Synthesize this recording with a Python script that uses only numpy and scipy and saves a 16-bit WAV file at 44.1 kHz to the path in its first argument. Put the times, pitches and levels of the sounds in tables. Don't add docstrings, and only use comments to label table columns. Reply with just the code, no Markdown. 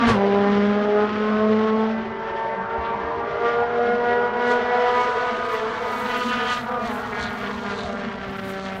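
import sys
import numpy as np
from scipy import signal
from scipy.io import wavfile
from scipy.ndimage import uniform_filter1d

SR = 44100
rng = np.random.default_rng(int(sys.argv[2]) if len(sys.argv) > 2 else 0)


def put_to_file(sound):
    columns = np.atleast_2d(sound).T
    safe = np.clip(columns, -1, 1)
    whole_steps = np.round(safe * 32767)
    wavfile.write(sys.argv[1], SR, whole_steps.astype(np.int16))


N = 388080

# time_s, pitch_hz
FIRING_RATE = [(0.0, 234.0), (0.12, 229.2), (0.16, 198.2), (1.32, 213.5), (2.01, 222.2), (2.56, 225.5),
               (3.66, 237.5), (4.98, 246.1), (5.55, 247.3), (6.29, 247.3), (6.51, 246.1), (6.72, 241.5),
               (6.87, 240.8), (6.91, 209.6), (8.43, 193.7), (8.8, 191.7)]
PIPE_LAG_RAD = 0.12


def amp(db):
    return 10 ** (np.asarray(db) / 20)


def unit_rms(x):
    return x / np.sqrt(np.mean(x ** 2) + 1e-20)


def eq_db(curve, hz):
    points_hz, gain_db = np.transpose(curve)
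    return np.interp(np.log(hz + 1), np.log(points_hz + 1), gain_db)


def automation(rows, t):
    time_s, *columns = np.transpose(rows)
    return [np.interp(t, time_s, column) for column in columns]


def arch(t, start_s, end_s):
    return np.sin(np.pi * np.clip((t - start_s) / (end_s - start_s), 0, 1))


def drift(rate_hz, step=1, poles=1):
    coarse = rng.standard_normal((2, N // 128 + 2))
    for _ in range(poles):
        coarse = signal.lfilter([1], [1, -np.exp(-2 * np.pi * rate_hz * 128 / SR)], coarse)
    re, im = (np.interp(np.arange(0, N, step) / 128, np.arange(len(c)), unit_rms(c)) for c in coarse)
    return (re + 1j * im) / np.sqrt(2)


def moving_eq(x, db_at, size):
    hz, time_s, spectrum = signal.stft(x, SR, nperseg=size, noverlap=size * 3 // 4)
    gain = amp(db_at(hz[:, None], time_s))
    gain = gain / np.sqrt((gain ** 2).mean(0))
    return signal.istft(spectrum * gain, SR, nperseg=size, noverlap=size * 3 // 4)[1][:N]


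def coloured_noise(curve, size):
    return unit_rms(moving_eq(rng.standard_normal(N), lambda hz, _: eq_db(curve, hz), size))


def wind(t):
    # freq_hz, gain_db
    colour = [(25, -28), (45, -2), (60, -1), (160, 2), (230, -25), (400, -73.5)]
    # time_s, level_db
    gusts = [(0, -44.5), (2, -49), (3.5, -45.5), (5, -49), (7.8, -43.5), (8.8, -46.5)]
    rumble = coloured_noise(colour, size=4096)
    return amp(automation(gusts, t)[0] + 2.8 * drift(5.3).real) * rumble


def cloth_rustle(t):
    # freq_hz, gain_db
    colour = [(3000, -37), (7000, -7), (10500, -10.5), (12500, -7.5), (16000, -12)]
    # peak_s, level_db, length_s
    slides = [(5.533, -53, 0.057), (6.01, -54, 0.18), (6.202, -58.5, 0.17), (6.564, -57.5, 0.13),
              (6.937, -53, 0.088), (7.375, -60, 0.31), (8.37, -61, 0.11), (8.498, -50.5, 0.045),
              (8.8, -57, 0.086)]
    envelope = sum(amp(db - 11.5 * abs(t - peak_s) / length_s) for peak_s, db, length_s in slides)
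    return envelope * amp(3.3 * drift(14).real) * coloured_noise(colour, size=256)


def gritty_crackle(t):
    # freq_hz, gain_db
    colour = [(1500, -52), (3000, 5.5), (3500, 8.5), (4500, 7), (4900, -0.5), (6200, 0), (8000, -8.5),
              (10500, -20.5), (12000, -49)]
    # peak_s, level_db, length_s
    bursts = [(4.512, -38.5, 0.055), (5.023, -42.5, 0.12), (5.55, -50, 0.056), (6.289, -40.5, 0.11),
              (6.536, -31, 0.055), (6.876, -50, 0.055), (7.238, -41.5, 0.021), (7.822, -52, 0.13),
              (8.64, -51, 0.095)]
    # time_s, level_db
    bed = [(4.3, -77), (5.2, -49), (6.3, -44), (6.6, -92), (7.0, -54.5), (7.8, -59), (8.2, -64), (8.8, -75)]
    rise_db, fall_db = 8.5, 12
    envelope = amp(automation(bed, t)[0])
    for peak_s, db, length_s in bursts:
        envelope += amp(db - np.maximum(rise_db * (peak_s - t), fall_db * (t - peak_s)) / length_s)
    fade_in = np.clip((t - bed[0][0]) / 0.22, 0, 1)
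    sizes = amp(4 * np.minimum(rng.exponential(1, N), 3.5))
    onsets = rng.random(N) < 1200 / SR
    clicks = unit_rms(sizes * onsets * rng.choice([-1., 1.], N))
    click_gain = np.clip((t - 6.4) / 0.5, 0.2, 1)
    grit = click_gain * clicks + 0.39 * rng.standard_normal(N)
    crackle = unit_rms(moving_eq(grit, lambda hz, _: eq_db(colour, hz), size=256))
    return fade_in * envelope * amp(2 * drift(23).real) * crackle


def foot_thuds(t):
    # start_s, level_db, pitch_hz
    footfalls = [(2.78, -26, 71), (3.038, -33, 72), (3.17, -36, 80), (6.87, -35, 70), (7.198, -39, 80.5),
                 (7.842, -31, 75)]
    out = np.zeros(N)
    for start_s, level_db, pitch_hz in footfalls:
        cycles = t[:SR // 4] * pitch_hz
        thud = np.e * cycles * np.exp(-1.3 * cycles) * np.sin(2 * np.pi * cycles)
        out[round(start_s * SR):][:len(thud)] += amp(level_db) * thud
    return out


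def slope_echo(t):
    # time_s, pitch_hz, level_db, pitch_spread_ratio, lows_db
    wash = [(0, 246, -20.5, 0.1, 0.5), (.3, 226, -28, 0.25, 2), (1.8, 229, -32.5, 0.18, -3),
            (1.95, 195.4, -32.5, 0.09, 5), (2.5, 192, -31, 0.069, -0.5), (3.2, 202, -28, 0.021, 1),
            (4, 204.6, -29, 0.086, -2.5), (5.2, 232.2, -26.5, 0.088, -12), (5.5, 227.7, -28, 0.033, -2.5),
            (5.9, 228, -28, 0.099, -3), (6.3, 231.5, -29, 0.055, 6.5), (7.2, 228.4, -30.5, 0.1, 1.5),
            (8.15, 227, -32.5, 0.12, 4.5), (8.3, 231.5, -38, 0.21, 2)]
    # freq_hz, gain_db
    colour = [(60, -26), (150, -28), (220, 7), (420, 7), (650, 5.5), (900, 1.5), (1400, -1.5),
              (2200, -16.5), (4000, -50.5), (9000, -95)]

    def bands_db(hz, time_s):
        pitch_hz, _, spread, lows_db = automation(wash, time_s)
        k = np.maximum(np.round(hz / pitch_hz), 1)
        comb = np.exp(-((hz / (k * pitch_hz) - 1) / spread) ** 2) / k ** 0.52 + 0.051 + 0.021 * k
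        scatter = rng.standard_normal((len(time_s), len(hz)))
        streaks = uniform_filter1d(uniform_filter1d(scatter, size=14, axis=0), size=2, axis=1).T
        patches = uniform_filter1d(uniform_filter1d(scatter, size=8, axis=0), size=16, axis=1).T
        flicker_db = 2.56 * unit_rms(streaks) + 1.8 * unit_rms(patches)
        return eq_db(colour, hz) + lows_db * (hz < 320) + 20 * np.log10(comb) + flicker_db

    sputter_db = 1.4 * np.clip((t - 6.6) / 0.3, 0, 1) * drift(7).real
    bands = unit_rms(moving_eq(rng.standard_normal(N), bands_db, size=2048))
    return amp(automation(wash, t)[1] + sputter_db) * bands


def rock_face_echoes(t):
    # start_s, end_s, pitch_hz, level_db
    faces = [(5.512, 5.75, 219.8, -25), (6.66, 6.837, 254, -31.5)]
    out = np.zeros(N)
    for start_s, end_s, pitch_hz, level_db in faces:
        envelope = amp(level_db) * arch(t, start_s, end_s)
        for k in range(2, 6):
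            partial = (1 + 0.5 * drift(2.2)) * np.exp(2j * np.pi * k * pitch_hz * t)
            out += envelope * partial.real / (k - 1)
    return out


def backfire(t):
    # start_s, rise_s, t60_s
    timing = (.06, .035, .22)
    # freq_hz, gain_db
    colour = [(25, -34), (50, -4), (300, -8.5), (1200, -14.5), (4000, -23), (11000, -46.5), (16000, -87)]
    start_s, rise_s, t60_s = timing
    age_s = t - start_s
    envelope = np.clip(age_s / rise_s, 0, 1) * amp(-60 * np.maximum(age_s - rise_s, 0) / t60_s)
    blast = envelope * coloured_noise(colour, size=1024)
    cycles = np.maximum(age_s - rise_s / 2, 0) * 115
    thump = cycles * np.exp(-0.3 * cycles) * np.sin(2 * np.pi * cycles)
    return amp(-20) * blast + amp(-25.5) * thump


def exhaust_cracks(t, firings):
    # start_s, end_s, centre_hz, width_hz, level_db
    bursts = [(2.79, 2.95, 2880, 1400, -45.5), (6.084, 6.251, 2830, 502, -39.5),
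              (6.256, 6.41, 2900, 500, -38), (6.403, 6.6, 2960, 500, -36.5), (6.403, 6.6, 1350, 300, -38),
              (6.684, 6.8, 1050, 400, -45), (7.087, 7.326, 1740, 650, -33), (7.195, 7.301, 3930, 700, -40),
              (7.63, 7.74, 1500, 600, -43), (7.745, 7.86, 3900, 700, -40.5), (7.77, 7.844, 1800, 900, -43),
              (7.917, 7.98, 1500, 600, -43)]
    sizes = amp(4 * np.sqrt(2) * drift(25).real)
    pulse_s = np.arange(-128, 129) / SR
    out = np.zeros(N)
    for start_s, end_s, centre_hz, width_hz, level_db in bursts:
        span = slice(round(start_s * SR), round(end_s * SR))
        k = centre_hz / automation(FIRING_RATE, (start_s + end_s) / 2)[0]
        fired = np.diff(np.floor(firings[span] - PIPE_LAG_RAD * k / np.pi), append=np.inf) == 1
        window = np.exp(-(np.pi * width_hz * pulse_s) ** 2)
        pulse = -window * np.cos(2 * np.pi * centre_hz * pulse_s + PIPE_LAG_RAD * k ** 2)
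        rattle = unit_rms(signal.oaconvolve(fired * sizes[span], pulse, "same"))
        out[span] += amp(level_db) * arch(t[span], start_s, end_s) * rattle
    return out


def exhaust_hiss(firings):
    # freq_hz, gain_db
    colour = [(900, -4.5), (1300, 9), (1900, 7), (2600, 0), (3100, 0.5), (4000, -7.5), (5700, -16),
              (8600, -39.5), (10500, -63), (16000, -100)]

    def rasp_db(hz, time_s):
        return eq_db(colour, hz) + 4 * np.cos(2 * np.pi * hz / automation(FIRING_RATE, time_s)[0])

    gate = 0.5 + np.exp(-(firings % 1) / 0.03)
    hiss = moving_eq(gate * rng.standard_normal(N), rasp_db, size=1024)
    presence = signal.butter(4, [2300, 3500], "bandpass", fs=SR, output="sos")
    return hiss / signal.sosfilt(presence, hiss).std()


def exhaust_note(t, firings, control_s, gains):
    likeness = 0.42
    air = [drift(9, step=64, poles=2)]
    for _ in gains:
        air.append(likeness * air[-1] + np.sqrt(1 - likeness ** 2) * drift(9, step=64, poles=2))

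    def tone(k, gain, twinkle):
        wobble = (1 + twinkle * air[int(k)]) / np.sqrt(1 + twinkle ** 2)
        phase = 2 * np.pi * k * firings - PIPE_LAG_RAD * k ** 2
        return -np.sqrt(2) * (np.interp(t, control_s, gain * wobble) * np.exp(1j * phase)).real

    note = sum(tone(k, gain, twinkle=0.16 + 0.06 * k) for k, gain in enumerate(gains, 1))
    return note + amp(-26.5) * tone(0.5, gains[0], twinkle=0.84)


def order_balance_db(k, time_s, facing):
    behind = [5.5, -6.5, -13, -10.5, -3.5, -15.5, -17, -23.5, -30.5, -27, -30.5, -43.5, -44, -51, -60]
    flank = [-13.5, 9.5, 0.2, 5.5, 2.2, 4, -16.5, -10, -16, -34.5, -37.5, -32, -44.5, -48.5, -48.5]
    # start_s, end_s, order, gain_db
    lifts = [(0.3, .85, 6., 10), (0.3, 0.7, 9., 14), (.6, 1.08, 3., 3.5), (1.04, 1.21, 2., -6.5),
             (0.98, 1.34, 3., -7.5), (1.22, 1.62, 3., 7), (0.75, 0.89, 8., 10), (1.5, 1.86, 4., 12.5),
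             (1.5, 2, 9., 7), (1.6, 2.24, 9., 13), (1.2, 1.7, 7., 7), (1.7, 3.2, 4., 7.5),
             (2.7, 2.5, 7., 9), (3.05, 4.26, 3., 5), (3.18, 3.61, 5., 12), (4.57, 4.96, 3., 5),
             (3.75, 4, 4., -17), (3.6, 4, 9., 14.5), (4.4, 4.7, 1., 6), (4.3, 4.7, 2., -3.5),
             (4.2, 7.9, 7., 4), (5.1, 5.45, 6., 7.5), (5.94, 6.62, 6., 3.5), (5.3, 6.4, 3., -12),
             (6.1, 6.4, 3., -8), (6.3, 6.9, 10., 8.5), (6, 7.13, 3., 8.5), (6.8, 7.18, 4., 8),
             (7.75, 8.1, 3., 6.5), (8.3, 8.8, 3., 7), (7.82, 10.3, 4., 3), (8.3, 8.66, 2., 3.5)]
    lift_db = sum(db * np.sqrt(arch(time_s, start_s, end_s))
                  for start_s, end_s, order, db in lifts if round(order) == k)
    return facing * behind[k - 1] + (1 - facing) * flank[k - 1] + lift_db


def snow_bounce(k, firing_hz, lag_ms):
    echo = np.exp(-0.062 * (k - 1))
    phase = 2 * np.pi * k * firing_hz * lag_ms / 1000
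    return np.sqrt(abs(1 + echo ** 2 - 2 * echo * np.cos(phase))) / (1 + echo)


def engine(t):
    # time_s, gain_db, facing_ratio, bounce_lag_ms, tilt_db_per_order, hiss_db
    drive = [(0.0, -20, 0.96, 0.16, -0.1, -36), (0.13, -29.5, 1, 1.53, 0.5, -38.5),
             (0.2, -14, 0.62, 0.49, -4, -42), (0.45, -17.5, 0.76, 0.86, -1, -40),
             (0.7, -19, 0.97, 0.89, -1, -41.5), (0.95, -23.5, 0.48, 0.98, -0.5, -45),
             (1.3, -21, 0.83, 1.05, -1, -43.5), (1.58, -16, 0.68, 1.27, -3.5, -44),
             (1.88, -22.5, 0.91, 0.96, -0.58, -44.5), (2.03, -33, 1.2, 0.83, 0.85, -49.5),
             (2.25, -40, 0.5, 0.89, 2, -51), (2.85, -33.5, 0.52, 0.6, 1, -51),
             (3.4, -39, 0.1, 0.83, 0.16, -49), (3.45, -30, 0.22, 0.92, 0.25, -43.5),
             (3.8, -24.5, 0.42, 0.89, -0.5, -45.5), (4.3, -27, 0.35, 0.82, 0.67, -46),
             (4.85, -28.5, 0.23, 0.77, 0.5, -40.5), (5.1, -37, 0.09, 0.56, 1.22, -42),
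             (5.4, -35.5, 0.61, 0.56, 1.34, -43), (5.7, -36.5, 0.72, 0.66, 1.26, -45),
             (6.1, -37.5, 0.46, 0.59, 2, -43.5), (6.55, -36.5, 0.77, 0.38, 3, -38.5),
             (6.65, -30.5, 0.57, 0.2, 0, -48.5), (6.95, -43.5, 0.8, 0.85, 2.5, -48.5),
             (7.5, -36.5, 0.86, 1.08, 1.66, -44), (8.1, -36.5, 0.86, 1.05, 1.3, -45.5),
             (8.8, -36, 1, 1, 2, -46.5)]
    # centre_s, half_width_s, gain_db
    swells = [(.082, 0.047, 5), (1.0, 0.063, 2.5), (2.37, 0.043, 1.5), (2.67, 0.038, -4),
              (3.475, 0.047, 2.5), (3.7, 0.046, -4), (4.11, 0.036, 3), (4.31, 0.037, -3.5),
              (4.49, 0.078, 2), (4.99, 0.086, 3), (5.54, 0.03, 3), (6.15, .06, 2), (6.63, 0.043, -9),
              (7.119, 0.013, 3.5), (7.8, 0.028, 0.5)]
    control_s = t[::64]
    gain_db, facing, lag_ms, tilt_db, hiss_db = automation(drive, control_s)
    firing_hz = automation(FIRING_RATE, control_s)[0]
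    swell_db = sum(db * np.exp(-((control_s - centre_s) / half_width_s) ** 2)
                   for centre_s, half_width_s, db in swells)
    gains = []
    for k in range(1, 16):
        order_db = gain_db + order_balance_db(k, control_s, facing) + tilt_db * (k - 1)
        order_db += swell_db * (1 + 0.06 * (k + 1))
        gains.append(amp(order_db) * snow_bounce(k, firing_hz, lag_ms))

    jitter = 1 + 0.0013 * drift(17).real
    firings = np.cumsum(automation(FIRING_RATE, t)[0] * jitter) / SR
    note = exhaust_note(t, firings, control_s, gains)
    hiss = exhaust_hiss(firings)
    stutter = amp(2.45 * np.clip((t - 5.3) / 1.5, 0, 1) * drift(14).real)
    cracks = exhaust_cracks(t, firings)
    hiss_gain = amp(np.interp(t, control_s, hiss_db + swell_db) + 2 * drift(6.4).real)
    return stutter * note + stutter ** 2 * hiss_gain * hiss + cracks


def scene():
    t = np.arange(N) / SR
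    car_in_valley = engine(t) + slope_echo(t) + rock_face_echoes(t) + backfire(t)
    small_noises = gritty_crackle(t) + cloth_rustle(t) + foot_thuds(t)
    return (car_in_valley + small_noises + wind(t))[None]


def record(dry):
    lowpass = signal.firwin(1023, 15750, window=("kaiser", 10), fs=SR)
    return signal.oaconvolve(dry, lowpass[None], "same")


dry = scene()
out = record(dry)
put_to_file(out)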